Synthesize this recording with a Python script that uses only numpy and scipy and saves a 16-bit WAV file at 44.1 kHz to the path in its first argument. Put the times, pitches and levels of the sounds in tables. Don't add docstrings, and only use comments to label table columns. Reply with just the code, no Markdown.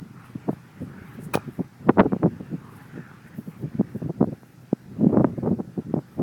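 import sys
import numpy as np
from scipy import signal
from scipy.fft import rfft, irfft
from scipy.io import wavfile
from scipy.ndimage import uniform_filter1d, minimum_filter1d

SR = 44100
rng = np.random.default_rng(int(sys.argv[2]) if len(sys.argv) > 2 else 0)


def inscribe(sig):
    pcm = np.round(np.clip(np.atleast_2d(sig).T, -1, 1) * 32767)
    wavfile.write(sys.argv[1], SR, pcm.astype(np.int16))


N = 274302
TIME, HZ = np.arange(N) / SR, np.fft.rfftfreq(N, 1 / SR)


def gain_of(db):
    return 10 ** (np.asarray(db) / 20)


def unit_rms(x):
    return x / np.sqrt(np.mean(x ** 2) + 1e-30)


def follow(curve):
    return gain_of(np.interp(TIME, *np.transpose(curve)))


def colour(points):
    hz, db = np.transpose(points)
    return gain_of(np.interp(np.log(HZ + 1), np.log(hz + 1), db))


def noise(shape):
    return unit_rms(irfft(rfft(rng.standard_normal(N)) * shape, N))


def drift(rate_hz):
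    return noise(1 / (1 + (HZ / rate_hz) ** 4))


def swell(ms, half_ms):
    return np.exp(-(ms / half_ms) ** 2 / 4)


def add(mix, s, sound):
    start = round(s * SR)
    sound = sound[max(-start, 0):]
    part = mix[max(start, 0):][:len(sound)]
    part += sound[:len(part)]


def patchy(x, patch_db, bins=7, frames=10):
    spectra = signal.stft(x, nperseg=1024, noverlap=768)[2]
    patches = uniform_filter1d(rng.standard_normal(spectra.shape), bins, 0)
    patches = unit_rms(uniform_filter1d(patches, frames, 1))
    spectra *= gain_of(patch_db * patches)
    return unit_rms(signal.istft(spectra, nperseg=1024, noverlap=768)[1][:N])


# f/Hz, level/dB
AIR_COLOUR = [(18, -54.5), (30, -21), (60, -20), (96, -9.5), (140, 5.5), (168, 0.5), (486, -16), (871, -14),
              (969, -60.5), (1330, -14), (2590, -35), (3550, -27.5), (5020, -25.5), (7080, -29.5),
              (17000, -35.5)]
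# f/Hz, level/dB
MURMUR_COLOUR = [(300, -2), (600, -11.5), (800, 3.5), (1400, 3), (1900, 0), (2600, -5.5), (3300, -12),
                 (6000, -31)]
# t/s, level/dB
MURMUR_LEVEL = [(0.0, -59.5), (0.45, -57), (0.92, -56.5), (1.16, -53.5), (1.7, -59.5), (2.91, -54.5),
                (3.41, -59), (3.76, -58.5), (4.52, -63.5), (5.33, -59.5), (5.56, -64), (6.22, -58.5)]


def background(air_db=-55.5, murmur_gain_db=1, waver_db=1, hum_hz=123, hum_db=-52.5, hum_waver_hz=1.0):
    air = gain_of(air_db) * patchy(noise(colour(AIR_COLOUR)), patch_db=1.4)
    murmur = patchy(noise(colour(MURMUR_COLOUR)), patch_db=2.2)
    murmur *= follow(MURMUR_LEVEL) * gain_of(murmur_gain_db + waver_db * drift(7.0))
    hum = np.sin(2 * np.pi * np.cumsum(hum_hz + hum_waver_hz * drift(2.0)) / SR)
    return air + murmur + gain_of(hum_db) * hum


# t/s, length/s, level/dB, starting f/Hz, pitch rise/share of f
BIRD_CALLS = [(.12, 0.19, -53, 1100, 0.12), (.86, 0.25, -54, 1280, 0.18), (2.6, 0.18, -53, 986, 0.15),
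              (2.87, .29, -50, 1318, 0.21), (3.225, 0.16, -56.5, 1594, 0.093),
              (3.681, 0.4, -60, 1577, 0.093)]


def birds(width_hz=260, gain_db=-1, upper_db=-15, upper_ratio=1.5, rattle_hz=45):
    out = np.zeros(N)
    rasp = drift(width_hz) + 1j * drift(width_hz)
    rasp *= 1 + .5 * np.sin(2 * np.pi * rattle_hz * TIME + drift(44))
    for s, length, db, hz, rise in BIRD_CALLS:
        now = (TIME > s) & (TIME < s + length)
        arch = abs(np.sin(np.pi * (TIME[now] - s) / length))
        angle = 2 * np.pi * np.cumsum(hz * (1 + rise * arch)) / SR
        throat = np.exp(1j * angle) + gain_of(upper_db) * np.exp(1j * upper_ratio * angle)
        out[now] += gain_of(db + gain_db) * np.sqrt(arch) * (rasp[now] * throat).real
    return out


# t/s, level/dB, half-length/ms, centre f/Hz
RUSTLES = [(0.27, -64, 25, 10500), (0.52, -59, 14, 11000), (0.85, -65, 35, 10000), (1.11, -61.5, 43, 13000),
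           (1.24, -52.5, 15, 9800), (1.55, -63, 45, 11500), (2.78, -60.5, 48, 11200),
           (3.277, -56.5, 5.7, 10500), (3.38, -54.5, 13, 14000), (3.49, -57.5, 33, 12900),
           (3.61, -59, 12, 13500), (3.96, -62, 25, 12000), (4.48, -68, 76, 12500), (6.16, -64, 40, 12000)]


def rustles(gain_db=-2.5, body_db=-9, grain_db=2.0, uneven_db=2.0, stir_db=-76, stir_hz=12500):
    grain = gain_of(grain_db * drift(400) + uneven_db * drift(30))
    hiss = rfft(rng.standard_normal(N))
    body = gain_of(body_db) * HZ / (HZ + 2000)

    def hump(hz, octaves=.36):
        return np.exp(-(np.log2((HZ + 1) / hz) / octaves) ** 2 / 2) + body

    out = gain_of(stir_db + 0.5 * drift(6)) * unit_rms(noise(hump(stir_hz)) * grain)
    for s, db, half_ms, hz in RUSTLES:
        swish = unit_rms(irfft(hiss * hump(hz), N) * grain)
        out += gain_of(db + gain_db) * swell(1000 * (TIME - s), half_ms) * swish
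    return out


def eddy_spectrum(hz, bright_hz, cut_hz, slope=0.49):
    thinning = signal.freqs(*signal.butter(4, cut_hz, "high", analog=True), hz)[1]
    return thinning * (hz + 20) ** -slope * np.exp(-hz / bright_hz)


def puff(half_ms, bright_hz, spacing_ms=1.6, spread=0.26, skirt=0.053, size=8192):
    hz = np.fft.rfftfreq(size, 1 / SR)
    jitter, push, sharpness = rng.standard_normal((3, 61))
    ms = (np.arange(-30, 31) + 0.36 * jitter) * spacing_ms
    ms -= ms[len(ms) // 2]
    envelope = swell(ms, half_ms) + skirt * np.exp(-abs(ms) / (2 * half_ms + 2))
    strength = envelope * np.sign(push) * (0.6 + abs(push))
    bright = bright_hz * np.exp(spread * np.clip(sharpness, -2, 1)) * (.5 + 0.35 * envelope)
    delay = np.exp(-2j * np.pi * hz * (ms[:, None] / 1000 + size / 2 / SR))
    eddies = strength[:, None] * eddy_spectrum(hz, bright[:, None], cut_hz=168.7) * delay
    energy = np.sqrt(2 * np.pi) * half_ms / 1000 * SR
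    return unit_rms(irfft(eddies.sum(0))) * np.sqrt(energy / size)


def pop(bright_hz, size=4096):
    shape = eddy_spectrum(np.fft.rfftfreq(size, 1 / SR), bright_hz, cut_hz=195, slope=0.25)
    sound = np.roll(irfft(shape), size // 2)
    return rng.choice([-1, 1]) * sound / abs(sound).max()


# t/s, level/dB
DRAUGHT = [(0.0, -44.5), (0.25, -52), (0.55, -49), (0.72, -53.5), (0.9, -40), (1.1, -47), (1.27, -39),
           (1.75, -56), (2.0, -38), (2.55, -44.5), (3.25, -50), (3.9, -44.5), (4.45, -54.5), (4.82, -53),
           (5.0, -35.5), (5.58, -38), (5.7, -47.5), (6.22, -53.5)]
# t/s, level/dB, half-length/ms, brightness f/Hz
PUFFS = [(0.025, -34, 5.3, 128), (0.357, -27, 4.9, 132), (0.493, -19, 8, 338), (0.531, -25, 1.7, 282),
         (0.825, -27, 8.3, 187), (1.19, -33, 6.9, 185), (1.486, -30.5, 11, 125), (1.604, -21, 7.4, 242),
         (1.875, -23, 5.2, 266), (1.897, -12, 6.1, 690), (1.999, -8.5, 9.2, 766), (2.034, -21, 1.5, 450),
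         (2.06, -17.5, 6.2, 335), (2.134, -21.5, 7.4, 442), (2.165, -23.5, 2.5, 250),
         (2.238, -20, 8.2, 388), (2.259, -16.5, 11.5, 318), (2.41, -32.5, 9, 227), (2.536, -26, 13.7, 165),
         (2.979, -34, 16.5, 207), (3.389, -28.5, 4.8, 215), (3.483, -30.5, 7.8, 211),
         (3.637, -27.5, 16.5, 185), (3.75, -28, 4.5, 100), (3.801, -15, 4.9, 193), (3.96, -27, 8, 180),
         (4.022, -23.5, 2.7, 273), (4.059, -25, 8.4, 132), (4.099, -24, 5.9, 306), (4.215, -12, 3.4, 418),
         (4.241, -18, 2.6, 393), (4.283, -28, 10.8, 184), (4.328, -26, 4.1, 298), (5.012, -21.5, 9.4, 220),
         (5.04, -12.5, 6, 238), (5.066, -11.5, 5.3, 214), (5.1, -21.5, 6, 280), (5.14, -18.5, 12.2, 365),
         (5.177, -15, 8.6, 384), (5.209, -16.5, 8.3, 333), (5.247, -21, 7, 302), (5.282, -28.5, 13, 269),
         (5.383, -20.5, 4.9, 245), (5.436, -24, 6.3, 311), (5.469, -20.5, 12.7, 390), (5.522, -19, 14, 221),
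         (5.6, -23.5, 6.2, 330), (5.787, -23, 8.1, 263), (5.895, -32, 20, 129), (5.974, -22.5, 9.8, 330),
         (6.204, -20, 10.2, 350)]
# t/s, level/dB, brightness f/Hz
POPS = [(0.4896, -15.5, 396), (1.5955, -21.5, 313), (1.8926, -8, 1090), (1.8953, -6.5, 740),
        (1.8998, -10, 547), (1.9737, -12.5, 424), (1.984, -8.5, 520), (1.996, -4.5, 1330),
        (2.0008, -10.5, 1400), (2.0058, -2.5, 1710), (2.122, -20, 650), (2.1327, -12, 480),
        (2.2319, -14.5, 706), (2.26, -13, 398), (3.811, -11.5, 270), (4.2105, -14.5, 308),
        (4.228, -6.5, 315), (4.433, -37, 700), (4.73, -7, 218), (5.1721, -10.5, 507), (5.197, -15.5, 430),
        (5.2449, -6.5, 592), (5.2481, -8.5, 447), (5.9408, -9, 269), (5.99, -21, 350)]
# f/Hz, level/dB
PORT_RESPONSE = [(40, -3), (150, 1.5), (450, 0.5), (950, 2), (1400, 2.5), (2000, 0), (2500, -2),
                 (3500, -3.5), (5000, -13.5), (6300, -27), (8000, -59)]


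def wind(puff_gain_db=-1.0, draught_gain_db=0.5, lumpy_db=3.0, wake_db=-18.5, wake_s=0.042):
    draught = noise(abs(eddy_spectrum(HZ, bright_hz=190, cut_hz=121.0)))
    out = unit_rms(draught * gain_of(lumpy_db * drift(51)))
    wake_power = sum(gain_of(db + wake_db) ** 2 * np.exp(-2 * abs(TIME - s) / wake_s)
                     for s, db, *_ in PUFFS)
    out *= np.sqrt((follow(DRAUGHT) * gain_of(draught_gain_db)) ** 2 + wake_power)
    for s, db, half_ms, bright_hz in PUFFS:
        sound = gain_of(db + puff_gain_db) * puff(half_ms, bright_hz)
        add(out, s - len(sound) / 2 / SR, sound)
    for s, db, bright_hz in POPS:
        sound = gain_of(db) * pop(bright_hz)
        add(out, s - len(sound) / 2 / SR, sound)
    return irfft(rfft(out) * colour(PORT_RESPONSE), N)


def field_echo(x, echo_db=-22, t60=0.4):
    tail = noise(colour([(100, -2.5), (500, -15.0), (1400, 4.5), (3000, -6.5), (8000, -3), (16000, -23)]))
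    tail *= gain_of(-60 * TIME / t60)
    return x + gain_of(echo_db) * signal.fftconvolve(x, tail / np.linalg.norm(tail))[:N]


# f/Hz, level/dB
SCUFF_COLOUR = [(90, -47.5), (160, -15), (330, 4), (800, -2.5), (1250, 1), (1650, 0.5), (1980, -12),
                (2480, -14), (3100, -11), (4800, -16), (6200, -13.5), (8000, -28), (11000, -10.5),
                (13500, -26), (17000, -7)]


def scuff(start_s=1.333, rise_s=.006, hold_s=.0055, level_db=-24, fade_db_per_s=750, grain_db=2):
    friction = unit_rms(noise(colour(SCUFF_COLOUR)) * gain_of(grain_db * drift(700)))
    t = TIME - start_s
    press = np.clip(t / rise_s, 0, 1) ** 2
    since_release = np.maximum(t - rise_s - hold_s, 0)
    return friction * press * gain_of(level_db - fade_db_per_s * since_release)


# t/s, level/dB, half-length/ms, f/Hz, glide/(octaves per s)
SQUEAKS = [(1.3445, -23.5, 3.5, 1200, -20), (1.3442, -21, 1.4, 2460, 0), (1.339, -27, 1.1, 2450, 0)]


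def squeaks(t, slip_rad=0.51):
    out = np.zeros(N)
    for s, db, half_ms, hz, glide in SQUEAKS:
        angle = 2 * np.pi * np.cumsum(hz * 2 ** (glide * t)) / SR + slip_rad * drift(270)[:len(t)]
        add(out, s + t[0], gain_of(db) * swell(1000 * t, half_ms) * np.sin(angle))
    return out


# f/Hz, level/dB, t60/s
RINGING = [(132, -8.5, 0.03), (470, -14, 0.021), (837, -14.5, 0.022), (1250, -51, .03),
           (2475, -38.5, 0.12)]
# t/s, pulse level/dB, pulse time/ms, crack level/dB, ring level/dB
BLOWS = [(1.355, -11.5, 0.55, -17, -7.5), (1.3746, -22, .24, -50, -11)]


def ball(t, crack_s=0.00033, lead_s=0.00091):
    out = np.zeros(N)
    after, since_crack = np.maximum(t, 0), t + lead_s
    ring = sum(gain_of(db - 60 * after / t60) * np.sin(2 * np.pi * hz * t) for hz, db, t60 in RINGING)
    snap = noise(colour([(500, -26), (3500, -10.0), (10000, -7), (13000, -18), (17000, -27)]))[:len(t)]
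    crack = snap * np.exp(-abs(since_crack) / crack_s)
    crack *= np.sqrt(crack_s * SR / np.sum(crack ** 2))
    front = (1 + np.tanh(since_crack / .00008)) / 2
    for s, db, pulse_ms, crack_db, ring_db in BLOWS:
        pulse_time = 1000 * t / pulse_ms
        pressure = pulse_time * np.exp((1 - pulse_time ** 2) / 2)
        blow = gain_of(db) * pressure + gain_of(ring_db) * ring + gain_of(crack_db) * crack
        add(out, s + t[0], front * blow)
    return out


def kick(cut_hz=110):
    t = np.arange(-SR // 50, SR // 4) / SR
    bass_cut = signal.butter(2, cut_hz, "high", fs=SR, output="sos")
    return signal.sosfilt(bass_cut, scuff() + squeaks(t) + ball(t))


def scene():
    return (wind() + field_echo(kick()) + rustles() + birds() + background())[None]


def record(dry, limiter_samples=131, edge_hz=17250):
    allowed = 1 / np.maximum(abs(dry), 1)
    gain = uniform_filter1d(minimum_filter1d(allowed, limiter_samples), limiter_samples)
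    low_pass = signal.firwin(511, edge_hz, window=("kaiser", 9), fs=SR)
    return signal.oaconvolve(dry * gain, low_pass[None], "same")


dry = scene()
out = record(dry)
inscribe(out)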